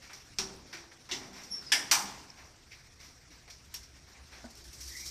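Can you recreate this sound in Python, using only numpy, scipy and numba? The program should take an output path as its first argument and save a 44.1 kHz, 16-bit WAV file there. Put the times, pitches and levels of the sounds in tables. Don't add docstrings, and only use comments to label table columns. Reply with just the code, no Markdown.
import sys
import numpy as np
from scipy import signal
from scipy.fft import rfft, irfft
from scipy.io import wavfile
from scipy.ndimage import uniform_filter1d
from numba import njit

SR = 44100
rng = np.random.default_rng(int(sys.argv[2]) if len(sys.argv) > 2 else 0)


def magnitude_from_level(level_db):
    exponent = np.asarray(level_db, float) / 20
    return 10 ** exponent


def digitize_waveform(pressure):
    field = np.atleast_2d(pressure).T
    bounded = np.clip(field, -1, 1)
    quanta = np.round(bounded * 32767).astype(np.int16)
    wavfile.write(sys.argv[1], SR, quanta)


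N = 225250
T = np.arange(N) / SR

# t/s, peak level/dB, ring t60/s, low ring share [0-3], clatter/s
BANGS = [
    (0.3855, -25.5, 0.21, 2.3, .004),
    (1.113, -28.5, 0.2, 2.9, 0.011),
    (3.7405, -36, 0.21, 0.66, .004),
    (1.7191, -16.5, 0.23, 1.34, 0.0019),
    (1.9125, -14.5, 0.26, 1.45, .004),
]
# f/Hz, share of ring time [0-3]
DECK_RING = [(300, 2.63), (900, 1.85), (2500, 0.74), (6000, 1.27), (13000, 1.05)]
BED_EVEN = 0.75


def on_log(table, hz):
    f, v = np.transpose(table)
    return np.interp(np.log(hz + 1e-9), np.log(f), v)


def coloured(gain):
    x = irfft(rfft(rng.standard_normal(N)) * gain, N)
    return x / np.std(x)


def walk(rate):
    k = int(SR / rate)
    levels = np.repeat(rng.standard_normal(N // k + 1), k)
    return 1.7 * uniform_filter1d(uniform_filter1d(levels, k), k)[:N]


@njit
def ring(hz, gain, t60, size):
    y = np.zeros(size)
    for k in range(len(hz)):
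        p = np.exp(2j * np.pi * hz[k] / SR - np.log(1000.) / (t60[k] * SR))
        z = gain[k] + 0j
        for i in range(min(size, int(t60[k] * SR))):
            y[i] += z.imag
            z *= p
    return y


def add(out, x, s):
    i = int(s * SR)
    out[i:i + len(x)] += x[:N - i]


def strike(colour_db, t60, clatter_s, first, count=400):
    luck = rng.standard_normal((2, count))
    hz = 500 * (1 + 4.3 * (np.arange(count) + rng.random(count)) / count) ** 2
    gain = magnitude_from_level(colour_db(hz) + 5.5 * luck[0]) * hz ** .25 * np.exp(2j * np.pi * rng.random(count))
    modes = ring(hz, gain, np.clip(t60(hz) * np.exp(0.063 * luck[1]), .01, 1.2), SR)
    f, t, z = signal.stft(rng.standard_normal(SR), SR, nperseg=384)
    fade_db = colour_db(f)[:, None] - 60 * t / np.clip(t60(f), .01, 2)[:, None]
    dense = signal.istft(z * magnitude_from_level(fade_db), SR, nperseg=384)[1][:SR]
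    start = SR // 40
    x = magnitude_from_level(-3.5) * modes / np.std(modes[:start]) + dense / np.std(dense[:start])
    t = T[:SR]
    crack = np.exp(-t / 0.019)
    x = x * magnitude_from_level(2.5 * crack + 1.78 * walk(210)[:SR] * (0.5 - crack))
    x = x * (1 - (1 - first) * np.exp(-t / clatter_s)) * np.minimum(t / 0.00032, 1)
    return x / np.std(x[:start])


def bangs():
    # f/Hz, level/dB per Hz
    ramp = [(180, -10), (300, -5), (370, -14), (591, -18), (914, -10.5), (1060, -13), (1220, -12),
            (2010, -11), (2530, -4), (3490, -4.5), (5660, -1), (7330, -12.5), (9180, -14.5), (11100, -28),
            (14200, -21)]
    sill = [(180, -11.5), (300, 5.5), (581, -31), (729, -11), (1020, -16), (1320, -40), (2150, 6.5),
            (2480, -8), (2690, 6.5), (5660, -1.5), (8890, -15), (9490, -24), (14200, -24)]
    latch = [(180, -36), (300, -7), (610, -29), (870, -13), (1410, -20), (1510, -9.5), (3430, -6),
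             (4160, -6), (5480, -2), (10800, -15.5), (14200, -16)]
    gate = [(180, -44), (300, -18), (519, -29.5), (914, -12), (1200, -26.5), (1770, -1.5), (2330, -0.5),
            (2570, -6), (3320, -4), (4510, -15.5), (5140, -3), (5940, -9), (6340, -18.5), (7450, -12.5),
            (14200, -27.5)]
    rail = [(180, -29), (300, -16), (554, -31), (843, -2.5), (944, -8.5), (1020, -9.5), (1830, -6),
            (2330, -3), (3900, -8), (5220, -3.5), (5660, -5), (6230, -6.5), (9960, -12.5), (11000, -28.5),
            (14200, -9.5)]
    # f/Hz, level/dB, t60/s
    gate_modes = [(1736, 3, 0.11), (1920, -17, 0.3), (2290, -24, 0.1), (3270, -13, .14), (4890, -18, 0.26),
                  (4740, -3.5, 0.31), (5130, -2.5, .35), (5300, -28, 0.16), (5720, -7.5, 0.27),
                  (5240, -15, .1)]
    rail_modes = [(843, -14, 0.69), (1043, -15.5, 0.78), (2320, -7, 0.3), (3084, -0.5, 0.09),
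                  (4630, -3, 0.23), (4780, -3, 0.26), (5820, 0, 0.25), (5860, -13, 0.28), (5980, -4, 0.25),
                  (6900, -9, 0.12), (7100, -6, .12)]
    sharp_s = .0045
    out = np.zeros(N)
    for (s, db, t60, low_share, clatter_s), part in zip(BANGS, (ramp, sill, latch, gate, rail)):
        colour_db = lambda hz: on_log(part, hz)
        lasts = lambda hz: t60 * on_log(DECK_RING, hz) * on_log([(900, low_share), (2500, 1.0)], hz)
        x = strike(colour_db, lasts, clatter_s, min(sharp_s / clatter_s, 1))
        add(out, magnitude_from_level(db - 6.0) * x, s)
    for bang, modes in zip(BANGS[-2:], (gate_modes, rail_modes)):
        hz, db, t60 = np.transpose(modes)
        gain = magnitude_from_level(db - 28) * np.exp(2j * np.pi * rng.random(len(hz)))
        add(out, ring(hz, gain, t60, SR), bang[0])
    return out


def on_deck(table, top_db, ring_s, clatter_s, first):
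    # f/Hz, level/dB per Hz
    deck = [(180, -24.5), (300, -7), (563, -15.5), (706, -7), (1070, -8), (1320, -6.5), (2290, 4),
            (2920, -7), (5750, -5), (6340, -14), (14200, -42.5)]
    out = np.zeros(N)
    usual_db = np.mean([row[1] for row in table])
    top = top_db + 28.5
    for s, db, low, mid in table:
        t60 = ring_s + 0.02 * (db - usual_db)
        tilt = [(800, low + 13.5), (2300, mid - 4.5), (5500, 0), (11000, top), (13500, top + 12)]
        colour_db = lambda hz: on_log(deck, hz) + on_log(tilt, hz)
        lasts = lambda hz: t60 * on_log(DECK_RING, hz)
        add(out, magnitude_from_level(db - 9.5) * strike(colour_db, lasts, clatter_s, first), s)
    return out


def knocks():
    # t/s, peak level/dB, low body/dB, middle body/dB
    light_blows = [(0.096, -41.5, -2, 14), (0.1296, -40, -21, -9), (0.398, -37, -10.5, -3),
                   (0.7279, -34, -13, 3), (0.8365, -50.5, 6, 10), (0.9148, -46.5, -3, 6),
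                   (1.0896, -37, -8.5, 2.5), (1.124, -34.5, -15.5, -3.5), (1.432, -42, -22, -15),
                   (2.7173, -43, -34, 8), (3.477, -46.5, -6.5, 5), (3.5003, -41.5, -40, -8),
                   (3.8295, -46, -44, -9), (4.4404, -45.5, 15, -10)]
    return on_deck(light_blows, top_db=-23.5, ring_s=.23, clatter_s=.004, first=.5)


def drags():
    # t/s, peak level/dB, low body/dB, middle body/dB
    dragged = [(0.0174, -46.5, -17, 4), (0.0503, -58, -17, -6), (0.152, -51.5, -20, -12),
               (1.1988, -45.5, 8, 12), (1.3257, -45, -10, -2), (1.3626, -44.5, -16, 5),
               (2.37, -45.5, -7, 4), (2.4395, -54, -11, -19), (2.706, -48, -21, 6), (2.78, -58, -20, 5),
               (2.9935, -45.5, -16, -3), (3.028, -49, -26, -1), (3.2997, -50, -16, 1.5),
               (3.9406, -54.5, -13, 6), (4.0647, -52, -10, 3), (4.1387, -51, 0, 14),
               (4.3166, -44, -7.5, 4.5)]
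    return on_deck(dragged, top_db=-20.5, ring_s=0.35, clatter_s=.018, first=.1)


def rattles():
    # t/s, peak level/dB
    bars = [(4.5034, -48.5), (4.5535, -52.5), (4.572, -49), (4.64, -48), (4.6803, -66), (4.7284, -42),
            (4.8046, -37.5), (4.874, -37.5), (4.9626, -39.5), (4.9978, -39.5), (5.0563, -34.5)]
    table = [(s, db, -37, -13) for s, db in bars]
    return on_deck(table, top_db=-16, ring_s=0.14, clatter_s=.006, first=.3)


def thuds():
    # t/s, peak level/dB, f/Hz, t60/s
    frame = [(.39, -42, 384, 0.58), (.39, -53.5, 191, 1), (.735, -53.5, 336.2, 1), (1.118, -43, 353, 0.18),
             (1.15, -52.5, 252.3, 0.79), (1.725, -51, 281, 1), (1.92, -47, 326, 0.22),
             (2.03, -42, 197, 0.27), (2.722, -55, 2220, .12), (3.30, -50.5, 313, 0.06),
             (4.441, -39.5, 235.5, 0.18), (4.441, -47.5, 407, 0.042), (4.6, -60, 342, 0.8),
             (4.85, -60, 338.5, 1), (1.3, -53, 195.2, 0.55), (1.5, -54.5, 190, 0.4),
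             (4.441, -40.5, 656, 0.09), (4.441, -49, 1490, 0.092)]
    # t/s, peak level/dB, f/Hz, t60/s
    grit = [(0.5602, -51, 5500, 0.027), (0.562, -55, 10500, .02), (2.3023, -36.5, 5270, 0.016),
            (3.741, -36, 13300, 0.03)]
    out = np.zeros(N)
    size = SR // 2
    for s, db, hz, t60 in list(frame) + list(grit):
        gain = magnitude_from_level(db) * np.array([1., 0.33 + 0j])
        x = ring(np.array([1., 1.04]) * hz, gain, np.full(2, max(t60, .005)), size)
        add(out, x * np.minimum(T[:size] * hz / 3.4, 1), s)
    return out


def hinge():
    # t/s, start pitch f/Hz, peak level/dB, octave relative level/dB, hold/s
    squeaks = [(1.499, 5500, -42, -10.5, 0.043), (1.653, 5100, -50.5, -24, 0.015)]
    attack_s, fade_db_per_s, octave_fade_db_per_s, sag_hz_per_s = 0.018, 298, 200, 860
    grip_hz, steady = 500, .95
    out = np.zeros(N)
    for s, hz, db, octave_db, hold_s in squeaks:
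        t = np.maximum(T - s, 0)
        phase = 2 * np.pi * np.cumsum(hz - sag_hz_per_s * np.minimum(t, .5)) / SR
        level = db - fade_db_per_s * np.maximum(t - attack_s - hold_s, 0)
        rise = np.minimum(t / attack_s, 1) ** 2
        for order, shift_db in ((1, 0), (2, octave_db - octave_fade_db_per_s * t)):
            grip = steady + walk(grip_hz * order) + 1j * walk(grip_hz * order)
            out += magnitude_from_level(level + shift_db) * rise * (grip * np.exp(1j * order * phase)).real
    return out


def scrape():
    start_s, start_hz, climb_hz_per_s = 4.969, 2030, 2600
    peak_db, rise_s, fade_db_per_s = -56, 0.066, 63
    t = T - start_s
    phase = 2 * np.pi * np.cumsum(start_hz + climb_hz_per_s * np.maximum(t, -.5)) / SR
    grind = (walk(500) + 1j * walk(500)) * magnitude_from_level(1.7 * walk(40)) * np.exp(1j * phase)
    rise = np.exp(-(np.minimum(t, 0) / rise_s) ** 2)
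    return magnitude_from_level(peak_db - fade_db_per_s * np.maximum(t, 0)) * rise * grind.real


def yard(x):
    t60_s, echo_db, damp_hz, delay_s = 0.93, -22, 5000, 0.027
    t = T[:SR]
    tail = rng.standard_normal(SR) * magnitude_from_level(-60 * t / t60_s) * (1 - np.exp(-t / delay_s))
    tail = signal.lfilter(*signal.butter(1, damp_hz, fs=SR), tail)
    return magnitude_from_level(echo_db) * signal.fftconvolve(x, tail / np.sqrt(np.sum(tail ** 2)))[:N]


def shudder(t60, even):
    out = np.zeros(N)
    loudest_db = max(row[1] for row in BANGS)
    rise = 1 - np.exp(-T / 0.061)
    for s, db, *_ in BANGS:
        add(out, magnitude_from_level(even * (db - loudest_db) - 60 * T / t60) * rise, s)
    return out


def night():
    # f/Hz, level/dB per Hz
    ground = [(59, -47), (100, -14), (127, 4.5), (155, -4.5), (246, 0), (649, -9), (724, -7.5),
              (794, -10.5), (2180, -9), (3200, -14), (5440, -8), (8000, -19), (10400, -19), (17600, -120)]
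    treble = [(9500, -23), (10800, -33), (12000, -32.5), (14000, -26.5)]
    # t/s, level/dB
    stir = [(0, -54.5), (.23, -56.5), (.55, -54), (.73, -54), (.95, -59.5), (1.2, -52), (1.4, -55.5),
            (1.7, -43.5), (2.15, -56), (2.5, -62), (2.9, -59), (3.5, -59), (4.0, -58.5), (4.3, -55),
            (4.8, -55.5), (5.11, -55)]
    # rest level/dB, share of stir [0-1], shudder level/dB, shudder t60/s, ramp jingle level/dB
    regions = [
        (-4, 0.57, 13.5, 1.38, -7),
        (-1.5, 0.54, 22.5, 0.73, -16),
        (-2, 0.62, 21, 0.79, 15.5),
        (1, .5, 28, 0.66, 20.5),
    ]
    stir_db = np.interp(T, *np.transpose(stir)) + 57
    lift_db = 30.5 * (T - T[-1])
    swell = []
    for (rest_db, share, db, t60, jingle_db), even in zip(regions, (BED_EVEN, 1, 1, 1)):
        scuff = magnitude_from_level(rest_db + share * stir_db)
        shake = magnitude_from_level(db) * shudder(t60, even)
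        jingle = magnitude_from_level(jingle_db + lift_db)
        swell.append(10 * np.log10(scuff ** 2 + shake ** 2 + jingle ** 2))
    f = np.fft.rfftfreq(N, 1 / SR)
    colour = magnitude_from_level(on_log(ground[:-2] + treble, f))
    colour /= np.sqrt(np.sum(colour[f > 90] ** 2))
    grit = walk(90)
    out = np.zeros(N)
    edges = np.geomspace(90, 15000, 30)
    for a, b in zip(edges, edges[1:]):
        gain = colour * (f >= a) * (f < b)
        place = np.interp(np.log(a), np.log([500, 1300, 2200, 4500, 6000, 9000]), [0, 1, 1, 2, 2, 3])
        weight = np.clip(1 - abs(place - np.arange(4)), 0, 1)
        db = weight @ np.array(swell) + 1.56 * walk(42) + grit * (1 - weight[0])
        out += np.sqrt(np.sum(gain ** 2)) * coloured(gain) * magnitude_from_level(db)
    return magnitude_from_level(-57.5) * out


def engine():
    # t/s, level/dB
    hum_levels = [(0.0, -62), (0.1, -98), (0.33, -57), (0.64, -62.5), (0.71, -83), (0.77, -71), (1.73, -76),
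                  (1.75, -69), (3.39, -65), (3.68, -54), (4.15, -71), (4.21, -56.5), (4.92, -56),
                  (5.11, -61)]
    hum_hz, width_hz = 64, 6.7
    bass_db, bass_share, shake_db = -63, 0.15, -72
    hum_db = np.interp(T, *np.transpose(hum_levels))
    f = np.fft.rfftfreq(N, 1 / SR)
    hum = coloured(1 / (1 + ((f - hum_hz) / width_hz) ** 2))
    bass = coloured(f ** 2 / (f ** 2 + 30 ** 2) / (1 + (f / 120) ** 4))
    load = magnitude_from_level(bass_db + bass_share * (hum_db - np.median(hum_db)))
    shake = magnitude_from_level(shake_db) * shudder(0.61, BED_EVEN)
    return hum * magnitude_from_level(hum_db - 0.5) + bass * np.hypot(load, shake)


def scene():
    truck = bangs() + knocks() + drags() + rattles() + thuds() + hinge() + scrape()
    return (truck + yard(truck) + night() + engine())[None]


def low_pass(x):
    return signal.sosfilt(signal.butter(12, 15260, fs=SR, output="sos"), x)


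def record(dry):
    port_hz, port_width_hz, port_lift, limit, top_hz = 5710, 410, 0.63, 0.53, 14050
    port = dry + port_lift * signal.lfilter(*signal.iirpeak(port_hz, port_hz / port_width_hz, fs=SR), dry)
    rounded = limit * np.tanh(port / limit)
    cut = signal.sosfilt(signal.ellip(10, .3, 70, top_hz, fs=SR, output="sos"), rounded)
    return low_pass(cut)


dry = scene()
out = record(dry)
digitize_waveform(out)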